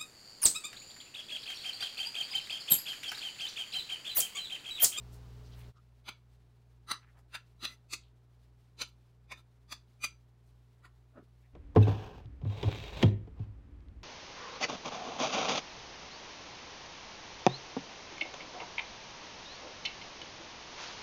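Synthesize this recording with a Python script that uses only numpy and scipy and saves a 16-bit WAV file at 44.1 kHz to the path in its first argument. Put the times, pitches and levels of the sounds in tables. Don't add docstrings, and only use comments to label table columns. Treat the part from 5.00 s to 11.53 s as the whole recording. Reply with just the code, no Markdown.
import sys
import numpy as np
from scipy import signal
from scipy.fft import rfft, irfft, next_fast_len
from scipy.io import wavfile

SR = 44100
rng = np.random.default_rng(int(sys.argv[2]) if len(sys.argv) > 2 else 0)


def transcribe(u):
    v = np.clip(np.atleast_2d(u).T, -1, 1)
    q = np.round(v * 32767).astype(np.int16)
    wavfile.write(sys.argv[1], SR, q)


N = 288051

# (f/Hz, early level/dB, later level/dB)
HUM_OVERTONES = [(119, -52.5, -63.5), (180, -70, -86.5), (240, -73, -87.5), (360, -79, -91),
                 (420, -73, -85.5)]
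# (f/Hz, level/dB)
EARLY_ROOM_SPECTRUM = [(94, -22), (160, -13), (239, -2), (307, -2.5), (417, -1.5), (495, -6), (879, -6.5),
                       (2080, -16.5), (4470, -17.5), (10400, -30), (15500, -29)]
LATER_ROOM_SPECTRUM = [(94, -30), (160, 3), (205, -8.5), (239, -5), (325, -8.5), (364, -5), (386, -10),
                       (417, -9), (495, -12), (611, -11.5), (913, -13), (3760, -31), (15500, -46)]
# (f/Hz, level/dB)
RUMBLE_SPECTRUM = [(15, -8), (35, 2.0), (100, 1.0), (170, -4.5), (260, -21.0), (1000, -74.0)]
RUSTLE_SPECTRUM = [(500, -22.5), (1500, 4), (4000, 4.5), (7000, -2.5), (15000, -7.5)]
# (t/s, Gaussian half length/s, level/dB, centre f/Hz, spectral width/octaves)
SOFT_BURSTS = [(0.149, 0.017, -64, 6600, 1), (0.463, 0.015, -69, 4500, 0.43),
               (0.535, 0.013, -64, 3680, 0.43), (0.595, 0.025, -68, 11000, 1),
               (0.605, 0.034, -64.5, 2240, 0.75), (0.776, 0.015, -66, 1270, 0.16),
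               (0.774, 0.0099, -77.5, 3980, 0.58), (2.036, 0.012, -64.5, 1440, 0.64),
               (2.087, 0.025, -71.5, 1540, 0.51), (2.175, 0.023, -69.5, 810, 1),
               (2.195, 0.013, -76.5, 6900, 1), (3.049, 0.035, -75.5, 3300, 0.32),
               (5.478, 0.024, -81, 6130, 1), (6.197, 0.0051, -51, 333, 0.39),
               (6.228, 0.0042, -59, 322, 0.43), (6.449, 0.02, -78, 2060, 0.25)]
# (t/s, Gaussian half length/s, level/dB, favoured f/Hz, treble tilt/dB per octave)
SCRAPES = [(2.617, 0.012, -59.5, 3930, -2.5), (2.639, 0.0088, -44, 4020, -3.5),
           (2.698, 0.027, -57, 2020, -1.5), (2.733, .015, -63, 6080, -1), (3.888, 0.0092, -70, 3930, 7),
           (4.389, 0.016, -62, 3590, -3.5)]
# (f/Hz, level/dB, t60/s)
MODES = [(251, -6, 0.31), (340, -7.5, 0.28), (602.3, -6.5, 0.13), (824, -12, .12), (1042, -4.5, 0.14),
         (1211, 2.5, 0.084), (1332, 3, 0.2), (1403, -1.5, 0.1), (1840, -5.5, 0.091), (2022, -4, 0.085),
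         (2240, -2.5, 0.12), (2330, -9, 0.098), (2430, -1, 0.11), (2554, -4.5, 0.13), (2743, -5, 0.16),
         (2986, -7, 0.09), (3442, -4, 0.18), (3630, -2, 0.14), (3870, -3, .12), (3933, -1.5, .11),
         (4070, -1, 0.11), (4430, -3, .12), (4520, -4.5, .12), (4700, -0.5, 0.19), (4980, -2, 0.16),
         (6045, 0.5, 0.18), (6840, -9, .11), (7520, -5, 0.099), (7930, -10.5, .1), (9110, -1, 0.08),
         (10020, -7, .07), (10970, -3.5, .07), (13000, -6, .06)]
# (f/Hz, level/dB)
CRACK_SPECTRUM = [(70, -35), (170, -0.5), (450, -8), (900, -6.5), (1650, -3.5), (2100, -9.5), (5000, -6.5),
                  (5550, -13), (6400, -5), (8300, -8.5), (9700, -6), (10400, -10.5), (12000, -7.5),
                  (15500, -12)]
# (f/Hz, t60/s)
CRACK_DECAY = [(300, 0.12), (1300, 0.18), (3000, 0.18), (6000, 0.18), (12000, 0.1)]
REGISTER_EDGES = [190, 900, 1850, 3100, 5400, 8300, 15500]
# (t/s, width of the peak/s, swell-in level/dB, ring over crack in the low registers/dB,
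#  four favoured f/Hz, two nodal f/Hz, six register levels around the peak/dB)
BLOWS = [(1.09, 0.005, -8.5, -8.5, 1410, 2300, 3425, 6040, 1900, 5600, -58, -54.5, -50, -52, -67, -63.5),
         (1.917, 0.0038, -9, -7, 1360, 3950, 4460, 9150, 2416, 7280, -55, -41.5, -47.5, -40.5, -49.5, -50),
         (2.353, 0.0083, -14.5, -5.5, 1380, 2745, 3570, 9160, 1130, 5450, -64, -49.5, -50.5, -50.5, -64, -61.5),
         (2.654, 0.0021, -6, -8, 2764, 3420, 4026, 6040, 2290, 5480, -59.5, -54, -46, -41.5, -61, -56),
         (2.937, 0.0053, -10, -2, 2570, 4420, 6870, 7930, 1750, 3090, -59.5, -55.5, -46.5, -46, -48, -55),
         (3.820, 0.0076, -7, -8.5, 2330, 2980, 4100, 6150, 1940, 8080, -55.5, -52.5, -47, -42, -50, -58.5),
         (4.322, 0.0076, -20.5, -5.5, 1049, 2244, 2430, 3590, 3190, 4320, -59, -57, -50, -57.5, -67.5, -69.5),
         (4.726, 0.0061, -11.5, -3.5, 1215, 3420, 4200, 4660, 3020, 8200, -60.5, -55, -53.5, -50.5, -56.5, -61.5),
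         (5.045, 0.007, -16, 3.5, 1184, 2447, 4680, 6080, 1770, 5450, -58, -48.5, -38, -46, -45, -51.5),
         (5.855, 0.011, -16, -13.5, 1040, 1180, 1350, 2020, 5600, 6040, -74, -62, -71.5, -75.5, -81, -82.5),
         (6.181, 0.015, -7, -11, 250, 360, 610, 1400, 930, 5530, -55.5, -65.5, -83.5, -92.5, -100, -105)]

EARLY_ROOM_DB, LATER_ROOM_DB = -64, -75
DROP_S, DIP_END_S = 0.711, 0.741
MAINS_HZ, MAINS_DB = 59.9, -65.5
MOTOR_DB, SLIP_HZ, IN_STEP_S = -75, 2.39, 3.46
TOP_HZ = 15750
TIME = np.arange(N) / SR
LOCAL = np.arange(-4410, 13230) / SR


def undb(db):
    return 10 ** (np.asarray(db) / 20)


def unit(x):
    return x / np.sqrt(np.mean(x ** 2) + 1e-30)


def shape(x, gain):
    size = next_fast_len(len(x), True)
    hz = np.fft.rfftfreq(size, 1 / SR) + 0.0014
    return irfft(rfft(x, size) * gain(hz), size)[:len(x)]


def lookup(hz, points):
    f, value = np.transpose(points)
    return np.interp(np.log(hz), np.log(f), value)


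def noise(points, size):
    return unit(shape(rng.standard_normal(size), lambda f: undb(lookup(f, points))))


def bell(x, width):
    return np.exp(-.5 * (x / width) ** 2)


def walk(rate_hz, size):
    return unit(shape(rng.standard_normal(size), lambda f: bell(f, rate_hz)))


def add(out, s, sound):
    index = int(s * SR) + np.round(LOCAL * SR).astype(int)
    inside = (index >= 0) & (index < N)
    out[index[inside]] += sound[inside]


def mains(hz):
    return np.sqrt(2) * np.sin(2 * np.pi * (60 * round(hz / 60) * TIME + rng.random()))


def beating_hum():
    phase = 2 * np.pi * (MAINS_HZ * TIME + rng.random())
    lag = 2 * np.pi * SLIP_HZ * (TIME - IN_STEP_S)
    mains_hum = undb(MAINS_DB) * np.sin(phase)
    motor_hum = undb(MOTOR_DB) * np.sin(phase - lag)
    return np.sqrt(2) * (mains_hum + motor_hum)


def background(early_rumble_db=-61, rumble_db=-78, early_hum_db=-53, dip_db=-14, fade_s=0.031):
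    early = undb(EARLY_ROOM_DB) * noise(EARLY_ROOM_SPECTRUM, N)
    early += undb(early_rumble_db) * noise(RUMBLE_SPECTRUM, N)
    early += undb(early_hum_db) * mains(60)
    later = undb(LATER_ROOM_DB) * noise(LATER_ROOM_SPECTRUM, N)
    later += undb(rumble_db) * noise(RUMBLE_SPECTRUM, N)
    later += beating_hum()
    for hz, early_db, later_db in HUM_OVERTONES:
        overtone = mains(hz) * (1 + 0.057 * walk(6, N))
        early += undb(early_db) * overtone
        later += undb(later_db) * overtone
    fall = np.clip((DROP_S - TIME) / fade_s + .5, 0, 1)
    rise = np.clip((TIME - DIP_END_S) / fade_s + .5, undb(dip_db), 1)
    return early * fall + later * rise


def mash(db=-83, swell_db=2, grain_db=-0.5):
    rustle = noise(RUSTLE_SPECTRUM, N)
    level_db = swell_db * walk(15, N) + grain_db * walk(60, N)
    return undb(db) * unit(rustle * undb(level_db))


def soft_burst(half_s, db, hz, octaves, grain_db=3):
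    grains = rng.standard_normal(len(LOCAL)) * undb(grain_db * walk(200, len(LOCAL)))
    burst = unit(shape(grains, lambda f: bell(np.log2(f / hz), octaves)))
    return undb(db) * burst * bell(LOCAL, half_s)


def mode_gains(favoured, favour_db=8, scatter_db=0.9):
    hz, db, _ = np.transpose(MODES)
    near = np.max([bell(np.log(hz / f), .014) for f in favoured], axis=0)
    return undb(db + favour_db * near + scatter_db * rng.standard_normal(len(hz)))


def ringing(gains, outline, rough=0.37, flutter_hz=45):
    out = 0
    for (hz, _, t60), gain in zip(MODES, gains):
        wobble = walk(flutter_hz, len(LOCAL)) + 1j * walk(flutter_hz, len(LOCAL))
        flutter = 1 + rough * np.sqrt(hz / 2500) * wobble
        tone = np.real(flutter * np.exp(2j * np.pi * (hz * LOCAL + rng.random())))
        out = out + gain * tone * outline(t60)
    return out


def cracking(gains, ripple_db=-3, spread_s=.0025):
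    widths_hz = [60 + .011 * hz for hz, _, _ in MODES]

    def peaks(f):
        power = 0
        for (hz, _, _), gain, width_hz in zip(MODES, gains, widths_hz):
            power = power + gain ** 2 / (1 + ((f - hz) / width_hz) ** 4)
        return np.sqrt(power)

    delays_s = spread_s * (.3 + rng.random(size=3))

    def comb(f):
        ripple = np.mean([np.exp(2j * np.pi * f * d) for d in delays_s], axis=0)
        return abs(1 + undb(ripple_db) * ripple)

    def colour(f):
        return np.hypot(peaks(f), undb(lookup(f, CRACK_SPECTRUM))) * comb(f)

    return unit(shape(rng.standard_normal(len(LOCAL)), colour))


def scrape(half_s, db, hz, tilt_db, grit_db=0):
    gains = mode_gains((hz,), favour_db=18)
    rub = unit(ringing(gains, lambda t60: t60)) + undb(grit_db) * cracking(gains)
    tilted = unit(shape(rub, lambda f: undb(tilt_db * np.log2(1 + f / 1000))))
    return undb(db) * tilted * bell(LOCAL, half_s)


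def envelope(peak_s, swell_db, t60, ring_db=-10.5, swell_s=.017, lead_s=0.055, firmness=0.98):
    before, after = np.minimum(LOCAL, 0), np.maximum(LOCAL, 0)
    onset = np.clip(2 * (1 + before / lead_s), 0, 1)
    swell = undb(swell_db) * np.exp(before / swell_s) * onset
    ring = undb(ring_db - 60 * after / t60)
    peak = np.exp(-(abs(LOCAL) / peak_s) ** firmness)
    return np.hypot(peak, np.where(LOCAL < 0, swell, ring))


def blow(peak_s, swell_db, ring_db, favoured, nodes, levels_db,
         damped_hz=6000, node_db=-13, node_hz=170):
    core = abs(LOCAL) < .025
    gains = mode_gains(favoured)
    ring = ringing(gains ** 1.6, lambda t60: envelope(peak_s, swell_db, t60))

    def hollow(f):
        return undb(node_db * sum(bell(f - hz, node_hz * np.sqrt(hz / 3000)) for hz in nodes))

    ring, crack = shape(ring, hollow), shape(cracking(gains), hollow)
    out = 0
    for lo, hi, db in zip(REGISTER_EDGES, REGISTER_EDGES[1:], levels_db):
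        def band(f):
            return 1 / np.sqrt((1 + (lo / f) ** 20) * (1 + (f / hi) ** 20))

        outline = envelope(peak_s, swell_db, lookup(np.sqrt(lo * hi), CRACK_DECAY))
        share = undb(ring_db) / (1 + (lo / damped_hz) ** 4)
        part = unit(shape(crack * outline, band)) + share * unit(shape(ring, band))
        out = out + undb(db) * part / np.std(part[core])
    return out


def scene():
    out = background() + mash()
    for s, *row in SOFT_BURSTS:
        add(out, s, soft_burst(*row))
    for s, *row in SCRAPES:
        add(out, s, scrape(*row))
    for s, peak_s, swell_db, ring_db, *colour in BLOWS:
        favoured, nodes, levels_db = colour[:4], colour[4:6], colour[6:]
        add(out, s, blow(peak_s, swell_db, ring_db, favoured, nodes, levels_db))
    return out[None]


def record(dry):
    low_pass = signal.ellip(10, .1, 70, TOP_HZ, fs=SR, output="sos")
    return signal.sosfilt(low_pass, dry)


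dry = scene()
out = record(dry)
transcribe(out)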